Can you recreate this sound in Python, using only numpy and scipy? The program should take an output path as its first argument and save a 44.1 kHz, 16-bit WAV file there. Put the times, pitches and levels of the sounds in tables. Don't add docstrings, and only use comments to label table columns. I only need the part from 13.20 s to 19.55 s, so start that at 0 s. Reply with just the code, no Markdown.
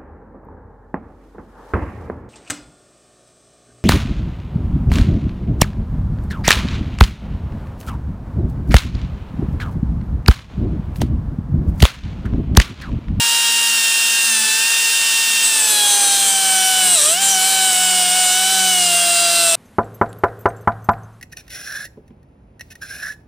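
import sys
import numpy as np
from scipy import signal
from scipy.fft import rfft, irfft
from scipy.io import wavfile
from scipy.ndimage import uniform_filter1d, map_coordinates

SR = 44100
rng = np.random.default_rng(int(sys.argv[2]) if len(sys.argv) > 2 else 0)


def generate_wav(signal):
    frames = np.transpose(np.atleast_2d(signal))
    scaled = np.clip(frames, -1, 1) * 32767
    pcm = np.round(scaled).astype(np.int16)
    wavfile.write(sys.argv[1], SR, pcm)


N = 280228
TIME_S, SPECTRUM_HZ = np.arange(N) / SR, np.fft.rfftfreq(N, 1 / SR)
VANES = 4


def gain_of(db):
    return 10 ** (np.asarray(db) / 20)


def normalise(x):
    return x / np.sqrt(np.mean(x ** 2))


def even_out(x, window_s=.05):
    return x / np.sqrt(uniform_filter1d(x ** 2, int(window_s * SR)) + 1e-12)


def follow(points):
    return np.interp(TIME_S, *np.transpose(points))


def drift(rate_hz):
    hold = max(int(SR / rate_hz), 2)
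    steps = np.repeat(rng.standard_normal(N // hold + 1), hold)
    return normalise(uniform_filter1d(uniform_filter1d(steps, hold), hold)[:N])


def tone_gain(hz, tone):
    pitch_hz, level_db = np.transpose(tone)
    return gain_of(np.interp(np.log(hz + 1), np.log(pitch_hz), level_db))


def shape_tone(x, tone):
    return normalise(irfft(rfft(x) * tone_gain(SPECTRUM_HZ, tone), N))


def peak(hz, pitch_hz, width_hz):
    return 1 / (1 + (2 * (hz - pitch_hz) / width_hz) ** 2)


def resonance_gain(hz, resonances):
    return np.sqrt(sum((gain_of(db) * peak(hz, pitch, width)) ** 2 for pitch, width, db in resonances))


def resonate(x, resonances):
    return normalise(irfft(rfft(x) * resonance_gain(SPECTRUM_HZ, resonances), N))


# time_s, puff_rate_hz
MOTOR_SPEED = [(0.0, 931.7), (0.488, 928), (0.613, 916.5), (0.98, 918.7), (2.258, 911.1), (2.608, 825.5),
               (3.373, 757), (3.603, 749.9), (3.749, 712), (3.98, 787.5), (4.312, 766), (4.891, 723.3),
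               (4.955, 739), (5.076, 732), (5.314, 760.9), (5.493, 744), (5.719, 696.6), (6.177, 683.4),
               (6.35, 661.6)]
# slowest_at_s, drop_hz, fall_s, recovery_s
SPEED_DIPS = [(1.231, 39.5, 0.17, 0.24), (3.824, 156, 0.08, 0.181), (4.173, 24, 0.055, 0.1),
              (4.545, 13.8, 0.052, 0.063)]

def motor_speed(dip_shape=1.7):
    puff_hz = follow(MOTOR_SPEED)
    for slowest_at_s, drop_hz, fall_s, recovery_s in SPEED_DIPS:
        slope_s = np.where(TIME_S < slowest_at_s, fall_s, recovery_s)
        away = np.minimum(np.abs(TIME_S - slowest_at_s) / slope_s, 1)
        puff_hz -= drop_hz * (1 - away ** dip_shape)
    return puff_hz


def wheel_hum(turns, shaft_hz, octave_db=-9, waver_db=2.5):
    hum = np.sin(2 * np.pi * turns) + gain_of(octave_db) * np.sin(2 * np.pi * 2 * turns)
    gain = gain_of(-53) + gain_of(-42.5) * peak(shaft_hz, pitch_hz=178.5, width_hz=27)
    return np.sqrt(2) * gain * gain_of(waver_db * drift(11)) * hum


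# start_s, end_s, cycles_per_turn, level_db
WHISTLE_NOTES = [(-.05, .65, 24, -34.5), (1.03, 1.3, 1, -44.5), (2.3, 2.9, 2, -47), (2.44, 2.68, 20, -28.5),
                 (3.28, 3.68, 32, -25.5), (3.3, 3.66, 30, -30), (3.34, 3.65, 47, -24),
                 (4.2, 4.8, 21, -31.5), (4.6, 5.2, 28, -31.5), (5.04, 5.55, 32, -31),
                 (5.08, 5.55, 21, -29.5), (5.56, 6.3, 28, -27.5), (5.6, 6.35, 9, -33.5),
                 (5.72, 6.2, 51, -26), (5.76, 6.14, 19, -28), (5.8, 6.35, 23, -30)]

def whistles(turns, fade_s=0.06, flutter_db=2.5):
    out = 0
    for start_s, end_s, cycles_per_turn, level_db in WHISTLE_NOTES:
        fade = np.clip(np.minimum(TIME_S - start_s, end_s - TIME_S) / fade_s, 0, 1)
        gain = fade * gain_of(level_db + flutter_db * drift(25))
        out += gain * np.sin(2 * np.pi * cycles_per_turn * turns + drift(6))
    return np.sqrt(2) * out


# pitch_hz, relative_level_db
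BUZZ_TONE = [(170, -18), (370, -7), (460, -14.5), (650, -15), (1200, -8.5), (1600, 2.5), (2100, -11),
             (2600, -1), (3250, 6), (4200, 1.5), (5400, 2), (6500, 1), (8500, -8), (11000, -2)]

def vane_buzz(turns, shaft_hz, sway_db=3.6, flutter_db=3.0):
    out, hold = 0, 64
    for multiple in range(2, 48):
        if multiple % VANES or multiple > 4 * VANES:
            waver_db = sway_db * drift(1.98)[::hold] + flutter_db * drift(25.06)[::hold]
            gain = tone_gain(multiple * shaft_hz[::hold], BUZZ_TONE) * gain_of(waver_db)
            out += np.repeat(gain, hold)[:N] * np.sin(2 * np.pi * (multiple * turns + rng.random()))
    return normalise(out)


# pitch_hz, relative_level_db
HISS_TONE = [(30, -62), (100, -26), (200, -16.5), (700, -11.5), (1100, -8), (1600, -1.5), (2050, -7),
             (2800, 3), (3900, -0.5), (5100, 4.5), (6500, 0.5), (7500, 6), (9600, 4), (11500, -5.5),
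             (13500, -5.5), (14900, 0)]

def air_hiss(turns, puff_depth=0.11, flicker_db=-0.02):
    puffs = 1 + puff_depth * np.cos(2 * np.pi * VANES * turns)
    return shape_tone(rng.standard_normal(N) * puffs, HISS_TONE) * gain_of(flicker_db * drift(15))


# pitch_hz, width_hz, level_db
EXHAUST_RESONANCES = [(667, 173, -22), (754.7, 74, -24.5), (812, 56.5, -23.5), (931.2, 8.3, -31),
                      (1206, 84, -25.5), (1353, 105, -28), (1502, 77, -25.5), (1707, 410, -28),
                      (2216, 220, -28.5), (2798, 370, -21), (3050, 460, -21.5), (3298, 36, -19),
                      (3610, 500, -27)]

def exhaust_whine(turns, puff_hz, load, flutter_db=0.75, sway_db=2.0, choke_db=-1.3):
    out = 0
    for harmonic in range(1, 5):
        waver_db = flutter_db * drift(35) + load * (choke_db + sway_db * drift(11))
        gain = resonance_gain(harmonic * puff_hz, EXHAUST_RESONANCES) * gain_of(waver_db)
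        out += gain * np.sin(2 * np.pi * (harmonic * VANES * turns + rng.random()))
    return np.sqrt(2) * out


def grit_force(turns, load, high_spot=0.27, patchy_db=4.5, rim_points=256, fresh_free=0.02, fresh_stall=.7):
    grid = (int(turns[-1]) + 2, rim_points // 2 + 1)
    wear = .12 * np.cumsum(rng.standard_normal(grid), axis=0)
    patches = normalise(uniform_filter1d(rng.standard_normal(grid), size=40, axis=0, mode="wrap"))
    phase = wear + 2 * np.pi * rng.random(grid[1])
    bumps = irfft(gain_of(patchy_db * patches) * np.exp(1j * phase), rim_points)
    repeating = normalise(map_coordinates(bumps.ravel(), [turns * rim_points], order=3))
    fresh = fresh_free + (fresh_stall - fresh_free) * load ** 3
    force = np.sqrt(1 - fresh) * repeating + np.sqrt(fresh) * rng.standard_normal(N)
    return normalise(force * np.exp(high_spot * np.cos(2 * np.pi * turns)))


# peak_s, half_length_s, pitch_hz, width_hz, level_db
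CHATTER_BURSTS = [(1.16, 0.16, 9060, 550, -24), (2.262, 0.029, 8100, 700, -19),
                  (3.808, 0.056, 3870, 380, -20.5), (3.813, 0.074, 5650, 500, -21.5),
                  (3.733, 0.031, 8180, 700, -15), (3.836, 0.094, 7800, 400, -23),
                  (3.818, 0.063, 9760, 398.7, -20), (3.885, 0.037, 3120, 380, -22),
                  (4.13, 0.036, 5895, 463.6, -16.5), (5.644, 0.046, 7120, 149.4, -24)]

def wheel_chatter(force):
    out = 0
    for peak_s, half_length_s, pitch_hz, width_hz, level_db in CHATTER_BURSTS:
        swell = np.exp(-((TIME_S - peak_s) / half_length_s) ** 2)
        ringing = resonate(force, [(pitch_hz, width_hz, 0)])
        strength = np.sqrt(np.average(ringing ** 2, weights=swell ** 2))
        out += gain_of(level_db) * swell * ringing / strength
    return out


# start_s, end_s, relative_level_db
TOUCHES = [(1.022, 1.27, -10), (2.232, 3.99, -1.5), (4.004, 6.45, -1.5)]

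def wheel_touch(bite_s=0.022, lift_s=0.059):
    return sum(gain_of(db) * np.clip(np.minimum((TIME_S - start) / bite_s, (end - TIME_S) / lift_s), 0, 1)
               for start, end, db in TOUCHES)


# time_s, relative_level_db
HAND_PUSH = [(2.25, -17), (2.31, -18.5), (2.52, -12.5), (2.88, -10), (3.25, -15.5), (3.48, -14.5),
             (3.6, -15.5), (3.72, -10.5), (3.9, -9.5), (4.1, -15), (4.3, -13.5), (4.68, -16), (4.82, -15),
             (4.95, -18.5), (5.1, -14), (5.3, -19), (5.8, -14.5), (6.0, -18.5), (6.3, -13)]
# pitch_hz, relative_level_db
RASP_TONE = [(30, -44), (100, -17.5), (200, -7.5), (400, -1.5), (1000, -1), (2000, -4.5), (3000, 3),
             (6000, -16.5), (12000, 0.5), (15000, -9.5)]
# pitch_hz, width_hz, relative_level_db
STEEL_RESONANCES = [(3325, 170, -11.5), (3962, 530, -5.5), (4790, 160, -13), (5540, 190, -13.5),
                    (6200, 530, -7), (7204, 240, -2.5), (7420, 90, 1.5), (8030, 270, 1.5), (8310, 660, -1),
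                    (8850, 290, 3.5), (10397, 500, -6), (11140, 970, -7), (14000, 670, -14.5)]

def steel_scrape(force, ring_db=1.6, rasp_db=-10.0, judder_db=1.1):
    push_db = follow(HAND_PUSH) + judder_db * drift(26)
    rasp = gain_of(rasp_db) * shape_tone(rng.standard_normal(N), RASP_TONE)
    ringing = gain_of(ring_db) * even_out(resonate(force, STEEL_RESONANCES))
    return wheel_touch() * gain_of(push_db) * (ringing + rasp)


def scene(air_db=-15.5, buzz_vs_hiss_db=-9.0, free_hz=930, stall_hz=560):
    puff_hz = motor_speed() * (1 + .0008 * drift(45))
    load = np.clip((free_hz - puff_hz) / (free_hz - stall_hz), 0, 1)
    shaft_hz = puff_hz / VANES
    turns = np.cumsum(shaft_hz) / SR
    air = gain_of(air_db) * (air_hiss(turns) + gain_of(buzz_vs_hiss_db) * vane_buzz(turns, shaft_hz))
    tool = exhaust_whine(turns, puff_hz, load) + air + wheel_hum(turns, shaft_hz) + whistles(turns)
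    force = grit_force(turns, load)
    mono = tool + steel_scrape(force) + wheel_chatter(force)
    return np.array([mono, mono])


def gain_control(x, threshold_db=-14.0, ratio=3.7, response_s=0.048):
    memory = np.exp(-1 / (response_s * SR))
    level = np.sqrt(signal.lfilter([1 - memory], [1, -memory], np.mean(x ** 2, axis=0)))
    return x * np.maximum(level / gain_of(threshold_db), 1) ** (1 / ratio - 1)


def record(dry, ceiling=.85, low_cut_hz=70, notch_hz=12480, notch_width_hz=2400, top_hz=15330):
    held = gain_control(dry)
    rounded = held / (1 + (held / ceiling) ** 8) ** (1 / 8)
    thinned = signal.sosfilt(signal.butter(2, low_cut_hz, "high", fs=SR, output="sos"), rounded)
    notched = signal.lfilter(*signal.iirnotch(notch_hz, notch_hz / notch_width_hz, fs=SR), thinned)
    return irfft(rfft(notched) * (SPECTRUM_HZ < top_hz), N)


dry = scene()
out = record(dry)
generate_wav(out)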